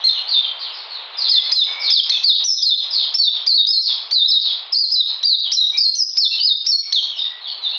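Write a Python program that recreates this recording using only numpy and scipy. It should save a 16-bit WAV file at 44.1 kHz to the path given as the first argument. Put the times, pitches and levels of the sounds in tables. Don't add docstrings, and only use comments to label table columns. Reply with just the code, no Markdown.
import sys
import numpy as np
from scipy import signal
from scipy.fft import rfft, irfft, next_fast_len
from scipy.io import wavfile
from scipy.ndimage import uniform_filter1d

SR = 44100
rng = np.random.default_rng(int(sys.argv[2]) if len(sys.argv) > 2 else 0)


def nominal_scale(level):
    x = np.asarray(level, float) / 20
    return 10 ** x


def to_wav(s):
    ch = np.atleast_2d(s).T
    pcm = np.round(np.clip(ch, -1, 1) * 32767)
    wavfile.write(sys.argv[1], SR, pcm.astype(np.int16))


N = 343090

# [(time_s, pitch_hz)]
NEAR_SONG = [ (-13, 4, 2.9, [(.044, 4310), (.082, 4100), (.098, 3616), (.108, 3585)]),
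             (-15.5, 3, 6.3, [(1.287, 4790), (1.309, 5100), (1.32, 4395), (1.33, 4200), (1.351, 4100),
             (1.361, 3600), (1.39, 3520), (1.4, 3330), (1.408, 3520)]), (-16, -3, 22.3, [(1.523, 4992),
             (1.544, 5090)]), (-16, 7, 21, [(1.558, 4267), (1.592, 3906), (1.62, 3647), (1.636, 3500)]),
             (-15.5, 0.5, 22, [(1.906, 5175), (1.914, 5276), (1.944, 4507), (1.978, 3630), (2.009, 3180)]),
             (-19.5, -7, 0.67, [(2.101, 4453), (2.113, 3847), (2.125, 3626), (2.168, 3454), (2.181, 3180)]),
             (-12, 9.5, 50, [(2.239, 4454), (2.247, 4636), (2.289, 4240), (2.299, 3810), (2.321, 3485)]),
             (-18, -8.5, 200, [(2.444, 5880), (2.462, 5870), (2.506, 5310), (2.554, 5095)]),
             (-15.5, 2, 56, [(2.628, 4970), (2.646, 5110), (2.662, 4282), (2.686, 4184), (2.71, 3640),
             (2.75, 3474)]), (-19.5, -5.5, 30, [(3.145, 5400), (3.171, 5320)]),
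             (-15.5, 1.5, 28, [(3.187, 4585), (3.219, 4386), (3.247, 3912), (3.291, 3512)]),
             (-13, 6.5, 58, [(3.47, 4844), (3.49, 4690), (3.514, 4237), (3.53, 4115), (3.562, 4574),
             (3.582, 3800), (3.632, 3620)]), (-15.5, 7, 53, [(3.672, 4750), (3.685, 4980), (3.706, 5120),
             (3.724, 5050), (3.731, 4400), (3.757, 4360), (3.77, 4120), (3.785, 4080), (3.801, 4450)]),
             (-13.5, 7, 35.5, [(4.115, 4515), (4.13, 4500), (4.137, 4950), (4.144, 4520), (4.156, 4117),
             (4.188, 3887), (4.204, 3670), (4.24, 3645), (4.266, 3973)]), (-16, 8, 39, [(4.282, 5210),
             (4.308, 5154), (4.322, 4150), (4.34, 3880), (4.388, 3662)]), (-17, 4, 47, [(4.727, 5374),
             (4.737, 4930), (4.753, 4176), (4.775, 4840), (4.803, 4940), (4.857, 4006)]),
             (-15.5, 1.5, 32.6, [(4.915, 4980), (4.937, 5233), (4.959, 4027), (4.991, 4060),
             (5.033, 3458)]), (-14.5, 4, 68, [(5.234, 4090), (5.24, 3810), (5.25, 4826), (5.294, 4548),
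             (5.3, 4410), (5.36, 3546)]), (-17, -6.5, 40, [(5.523, 5040), (5.537, 5870), (5.548, 5634),
             (5.558, 4970)]), (-13.5, 6, 38, [(5.572, 4160), (5.585, 3954), (5.605, 4090), (5.62, 3764),
             (5.639, 3826), (5.653, 3736)]), (-14.5, -2, 46.4, [(5.777, 4897), (5.787, 5234), (5.799, 4556),
             (5.823, 4920), (5.849, 4294), (5.905, 4220)]), (-15.5, -3, 87, [(5.954, 6070), (5.968, 6170),
             (6.018, 5010), (6.032, 5090), (6.044, 4770)]), (-16, 1, 44, [(6.176, 5030), (6.19, 5420),
             (6.216, 4496), (6.234, 4280), (6.26, 3455), (6.274, 3570)]), (-16, 10.5, 130, [(6.401, 4600),
             (6.419, 4516), (6.433, 4846), (6.461, 5050), (6.481, 4300), (6.499, 3790), (6.529, 3605)]),
             (-16, 0, 60, [(6.669, 5280), (6.683, 5670), (6.711, 5300), (6.722, 4420), (6.735, 4340),
             (6.769, 4360)]), (-16, -3.5, 8.6, [(6.93, 4426), (6.946, 4104), (6.972, 3478), (6.998, 3120)]),
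             ]
SOFT_STARTS_S = [.044, 1.287, 4.727, 6.401]
# time_s, pitch_hz, level_db
NEIGHBOUR_NOTES = [
    [(.275, 4300, -29.5), (.295, 4710, -23), (.345, 3730, -17), (.36, 3567, -16), (.415, 3600, -24.5),
     (.435, 3294, -33.5), (.46, 3126, -16)],
]
# start_s, length_s, first_hz, last_hz, top_level_db, top_place (fraction of the length, 0-1)
FAR_WHISTLES = [ (0.0, .02, 4500, 2910, -28.5, 0.06), (0.117, 0.076, 3734, 2740, -26.5, 0.18),
                (0.592, 0.11, 4744, 2594, -27.5, 0.2), (0.728, 0.093, 5320, 3510, -35, 0.46),
                (0.876, 0.2, 4600, 2934, -31.5, 0.28), (1.115, 0.043, 4200, 3460, -35, 1),
                (1.175, .12, 5077, 3200, -18.5, 0.37), (1.425, .06, 4450, 4080, -23.5, 0.92),
                (1.798, .11, 5293, 3350, -17, 0.73), (2.274, 0.091, 5230, 3157, -19, 0.4),
                (2.54, 0.094, 4290, 3338, -25, 0.5), (2.759, 0.055, 4205, 3287, -18.5, 0),
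                (2.907, 0.14, 5090, 3080, -16, 0.4), (3.31, 0.077, 4016, 3133, -22.5, 0),
                (3.812, 0.11, 5400, 3234, -17.5, 0.55), (4.396, .11, 4927, 3277, -18, 0.51),
                (5.067, 0.039, 4213, 3670, -22, 0), (5.392, .09, 4780, 2965, -23.5, 0.54),
                (6.3, 0.054, 4517, 3466, -20.5, 0.16), (7.015, 0.052, 4346, 3200, -23, 0),
                (7.096, 0.08, 3436, 2750, -30.5, 0.2), (7.161, 0.071, 5450, 4320, -35, 0.37),
                (7.184, 0.053, 3790, 3630, -20.5, 0.3), (7.411, 0.092, 4260, 3020, -29.5, 0.54),
                (7.474, 0.067, 4617, 4056, -28, 0.08), (7.623, 0.058, 3980, 3500, -21, 0.4),
                (7.687, .09, 4450, 3535, -27.5, 0.48), ]
# start_s, length_s, first_hz, last_hz, top_level_db, top_place (fraction of the length, 0-1)
LOW_WHISTLES = [ (1.32, 0.12, 1932, 2127, -49, 0.5), (1.606, 0.47, 2198, 2300, -43.5, 0.42),
                (2.108, 0.072, 2517, 2640, -41.5, 0.1), (5.726, 0.054, 2334, 2440, -39.5, 0),
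                (6.292, 0.059, 2655, 2715, -40, 0.57), (6.378, 0.035, 3073, 2920, -35, 0.4),
                (6.819, .06, 2275, 2220, -44.5, 0), (7.245, 0.17, 1940, 1977, -48.5, 0),
                (7.724, 0.028, 2754, 2890, -41.5, 0), ]
# frequency_hz, t60_s
ECHO_DECAY = [(2000, 0.56), (4000, 0.52), (7000, 0.68)]
# frequency_hz, relative_level_db (per Hz)
HISS_SPECTRUM = [(60, -68.5), (140, -56.5), (226, -42), (400, -17.5), (740, -8.5), (1080, -7.5),
                 (1600, -13.5), (2400, -11.5), (4000, -7.5), (5500, -34.5), (7300, -69.5)]
# time_s, level_db
FAINT_LEVEL = [(0.0, -45.5), (1.25, -45.5), (1.8, -40.5), (2.2, -53), (3.1, -51.5), (4.6, -53), (5.7, -59),
               (6.9, -65.5), (7.3, -57), (7.78, -53)]
# frequency_hz, gain_db
MICROPHONE_RESPONSE = [(60, -10), (130, -4.5), (220, 0.5), (2000, 1), (5500, 0.5), (6500, -15.5),
                       (7250, -25.5), (7600, -63), (9000, -70), (12000, -60), (16000, -70)]

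BEAK_HZ, BEAK_WIDTH_HZ = 6500, 500
BEATING_DB, BEATING_S = 4, 0.005
ACCENT_DB, ACCENT_S = 1.5, 0.036
HISS_DB = -43.5
DROP_DELAY_S, DROP_HOLD_S = 0.0083, 0.018
DROP_DB_PER_S, RETURN_DB_PER_S = 586, 698.5


def whistle(rows, scoop, lower_db, upper_db, snap_db, rough):
    s, *columns = np.transpose(rows)
    t = np.arange(max(s[0] - 0.007, 0), min(s[-1] + 0.0047, N / SR), 1 / SR)
    hz, level_db = (np.interp(t, s, c) for c in columns)
    age = t - t[0]
    hz = hz * (1 - scoop * np.exp(-(age / 0.0042) ** 2))
    hz = hz * (1 + scoop * 0.074 * np.exp(-age / 0.035) * np.sin(2 * np.pi * 120 * age))
    jitter, rasp = rng.standard_normal((2, len(t)))
    hz = hz * (1 + rough * evened(uniform_filter1d(jitter, 90)))
    turns = np.pi * np.cumsum(hz) / SR

    snap = nominal_scale(snap_db * np.exp(-(age / 0.009) ** 2))
    third = nominal_scale(upper_db) / np.hypot(1, (3 * hz / 2 - BEAK_HZ) / BEAK_WIDTH_HZ) ** 2
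    third = third + nominal_scale(-17.0) * (snap - 1)
    fourth = nominal_scale(upper_db - 4) / np.hypot(1, (2 * hz - BEAK_HZ) / BEAK_WIDTH_HZ)
    tone = np.sin(2 * turns)
    tone += nominal_scale(lower_db) * snap * np.sin(turns)
    tone += third * np.sin(3 * turns)
    tone += fourth * np.sin(4 * turns)
    tone += nominal_scale(-27.5) * (snap - 1) * (rasp - uniform_filter1d(rasp, size=20))
    edges = np.clip(np.minimum(age / 0.008, (t[-1] - t) / 0.013), 0, 1) ** 1.1
    return round(t[0] * SR), np.sqrt(2) * nominal_scale(level_db) * edges * tone


def bird(notes, scoop, snap_db, **voice):
    out, end = np.zeros(N), -1
    for rows in notes:
        start = rows[0][0]
        eased = np.min(abs(start - np.array(SOFT_STARTS_S))) < 0.012
        fresh = (start - end > 0.019) * (0.4 if eased else 1)
        at, note = whistle(rows, scoop * fresh, snap_db=snap_db * fresh, **voice)
        out[at:at + len(note)] += note[:N - at]
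        end = rows[-1][0]
    return out


def sung(level_db, swell_db, dropout_db, pitch):
    s, hz = np.transpose(pitch)
    t = np.linspace(s[0], s[-1], num=80)
    hz = np.interp(t, s, hz)
    age = t - s[0]
    knots = np.arange(60) * BEATING_S
    beating = np.interp(age, knots, rng.standard_normal(len(knots)))
    db = level_db + swell_db * (age / (s[-1] - s[0]) - 0.5)
    db = db + BEATING_DB * beating + ACCENT_DB * np.exp(-age / ACCENT_S)
    return np.transpose([t, hz, db])


def near_bird():
    notes = [sung(*row) for row in NEAR_SONG]
    return bird(notes, scoop=0.3223, lower_db=-34, upper_db=-22.5, snap_db=21, rough=0.012)


def neighbour_bird():
    return bird(NEIGHBOUR_NOTES, scoop=0, lower_db=-46, upper_db=-30, snap_db=0, rough=0.016)


def glide(row, bend, rise_db_per_s, fade_db_per_s):
    start, length, first_hz, last_hz, top_db, top = row
    u = np.linspace(0, 1, num=12)
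    late = (u - np.clip(top, 0, 1)) * length
    hz = last_hz + (first_hz - last_hz) * (1 - u) ** bend
    db = top_db + np.minimum(rise_db_per_s * late, -fade_db_per_s * late)
    return np.transpose([start + u * length, hz, db])


def far_birds():
    notes = [glide(row, bend=1.2, rise_db_per_s=148, fade_db_per_s=161) for row in FAR_WHISTLES]
    return bird(notes, scoop=0.03, lower_db=-46, upper_db=-27, snap_db=6, rough=0.025)


def low_bird():
    notes = [glide(row, bend=1.9, rise_db_per_s=57.5, fade_db_per_s=92) for row in LOW_WHISTLES]
    return bird(notes, scoop=0.012, lower_db=-54, upper_db=-44.5, snap_db=11, rough=0.018)


def room(x, gap):
    taps = np.zeros(SR)
    at = np.arange(0, SR - 20, 20) + rng.integers(0, 20, (SR - 1) // 20)
    taps[at] = rng.choice([-1., 1.], len(at))
    hz, t, z = signal.stft(taps, SR, nperseg=256)
    t60 = np.maximum(read(ECHO_DECAY, hz), 0.05)[:, None]
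    tail = signal.istft(z * nominal_scale(-60 * t / t60), SR, nperseg=256)[1][:SR]
    tail *= 1 - np.exp(-np.arange(SR) / SR / gap)
    return signal.fftconvolve(x, tail / np.linalg.norm(tail))[:N]


def roughened(x, share, width):
    noise = uniform_filter1d(rng.standard_normal(N), size=width)
    modulation = evened(uniform_filter1d(noise, size=width))
    return x * (1 + share * modulation) / np.hypot(1, share)


def hiss():
    noise = colour(rng.standard_normal(N), lambda hz: read(HISS_SPECTRUM, hz))
    middle = colour(noise, lambda hz: np.where(abs(hz - 1000) < 400, 0, -200))
    return nominal_scale(HISS_DB) * noise / middle.std()


def evened(x):
    return x / np.sqrt(np.mean(x ** 2) + 1e-20)


def read(points, hz):
    f, value = np.transpose(points)
    return np.interp(np.log(hz + 1), np.log(f + 1), value)


def colour(x, gain_db):
    size = next_fast_len(len(x))
    gain = nominal_scale(gain_db(np.fft.rfftfreq(size, 1 / SR)))
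    return irfft(rfft(x, size) * gain, size)[:len(x)]


def scene():
    near, low, beside = near_bird(), low_bird(), neighbour_bird()
    far = far_birds() + beside
    near_echo = roughened(room(near, gap=0.0023), share=0.2, width=24)
    far_echo = roughened(room(far, gap=0.00067), share=0.2, width=24)
    low_echo = room(low, gap=0.0013)
    direct = nominal_scale(2.5) * near + nominal_scale(-5.0) * beside + nominal_scale(-7.5) * far + nominal_scale(-12) * low
    echoes = nominal_scale(-0.5) * near_echo + nominal_scale(5.5) * far_echo + nominal_scale(14.0) * low_echo
    return (direct + echoes + hiss())[None]


def levelled(x, knee_db, share, recovery_db_per_s):
    power_db = 10 * np.log10(abs(uniform_filter1d(x ** 2, 300)) + 1e-12)
    fall = np.arange(N) * recovery_db_per_s / SR
    held_db = np.maximum.accumulate(power_db + fall) - fall
    over_db = np.maximum(held_db - knee_db, 0)
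    return x / nominal_scale(share * uniform_filter1d(over_db, 200))


def faint_db(t):
    goal, now, out = np.zeros(len(t)), 0, np.zeros(len(t))
    for *_, dropout_db, pitch in NEAR_SONG:
        under = (t > pitch[0][0] + DROP_DELAY_S) & (t < pitch[-1][0] + DROP_HOLD_S)
        goal[under] = dropout_db
    step = t[1] - t[0]
    for k, db in enumerate(goal):
        now = out[k] = min(max(db, now - RETURN_DB_PER_S * step), now + DROP_DB_PER_S * step)
    return np.interp(t, *np.transpose(FAINT_LEVEL)) - out


def dropouts(x, knee_db, soft_db, spared_db):
    hz, t, z = signal.stft(x, SR, nperseg=512, noverlap=384)
    power = uniform_filter1d(uniform_filter1d(abs(z) ** 2, size=5, axis=0), size=5, axis=1)
    spared = spared_db / (1 + np.exp((2900 - hz[:, None]) / 250))
    over_db = 10 * np.log10(power + 1e-20) - knee_db + spared
    faint = 1 / (1 + np.exp(np.clip(over_db / soft_db, -30, 30)))
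    faint = faint / (1 + np.exp(np.minimum((260 - hz[:, None]) / 60, 30)))
    left_db = faint_db(t) - HISS_DB
    return signal.istft(z * nominal_scale(faint * left_db), SR, nperseg=512, noverlap=384)[1][:N]


def band_limit(x):
    return signal.sosfilt(signal.butter(12, 7460, fs=SR, output="sos"), x)


def record(dry):
    even = levelled(dry[0], knee_db=-17.5, share=0.46, recovery_db_per_s=120.0)
    thinned = dropouts(even, knee_db=-51.0, soft_db=11, spared_db=18.5)
    narrow = colour(thinned, lambda hz: read(MICROPHONE_RESPONSE, hz))
    mix = narrow + nominal_scale(-84.5) * rng.standard_normal(N)
    return band_limit(mix[None])


dry = scene()
out = record(dry)
to_wav(out)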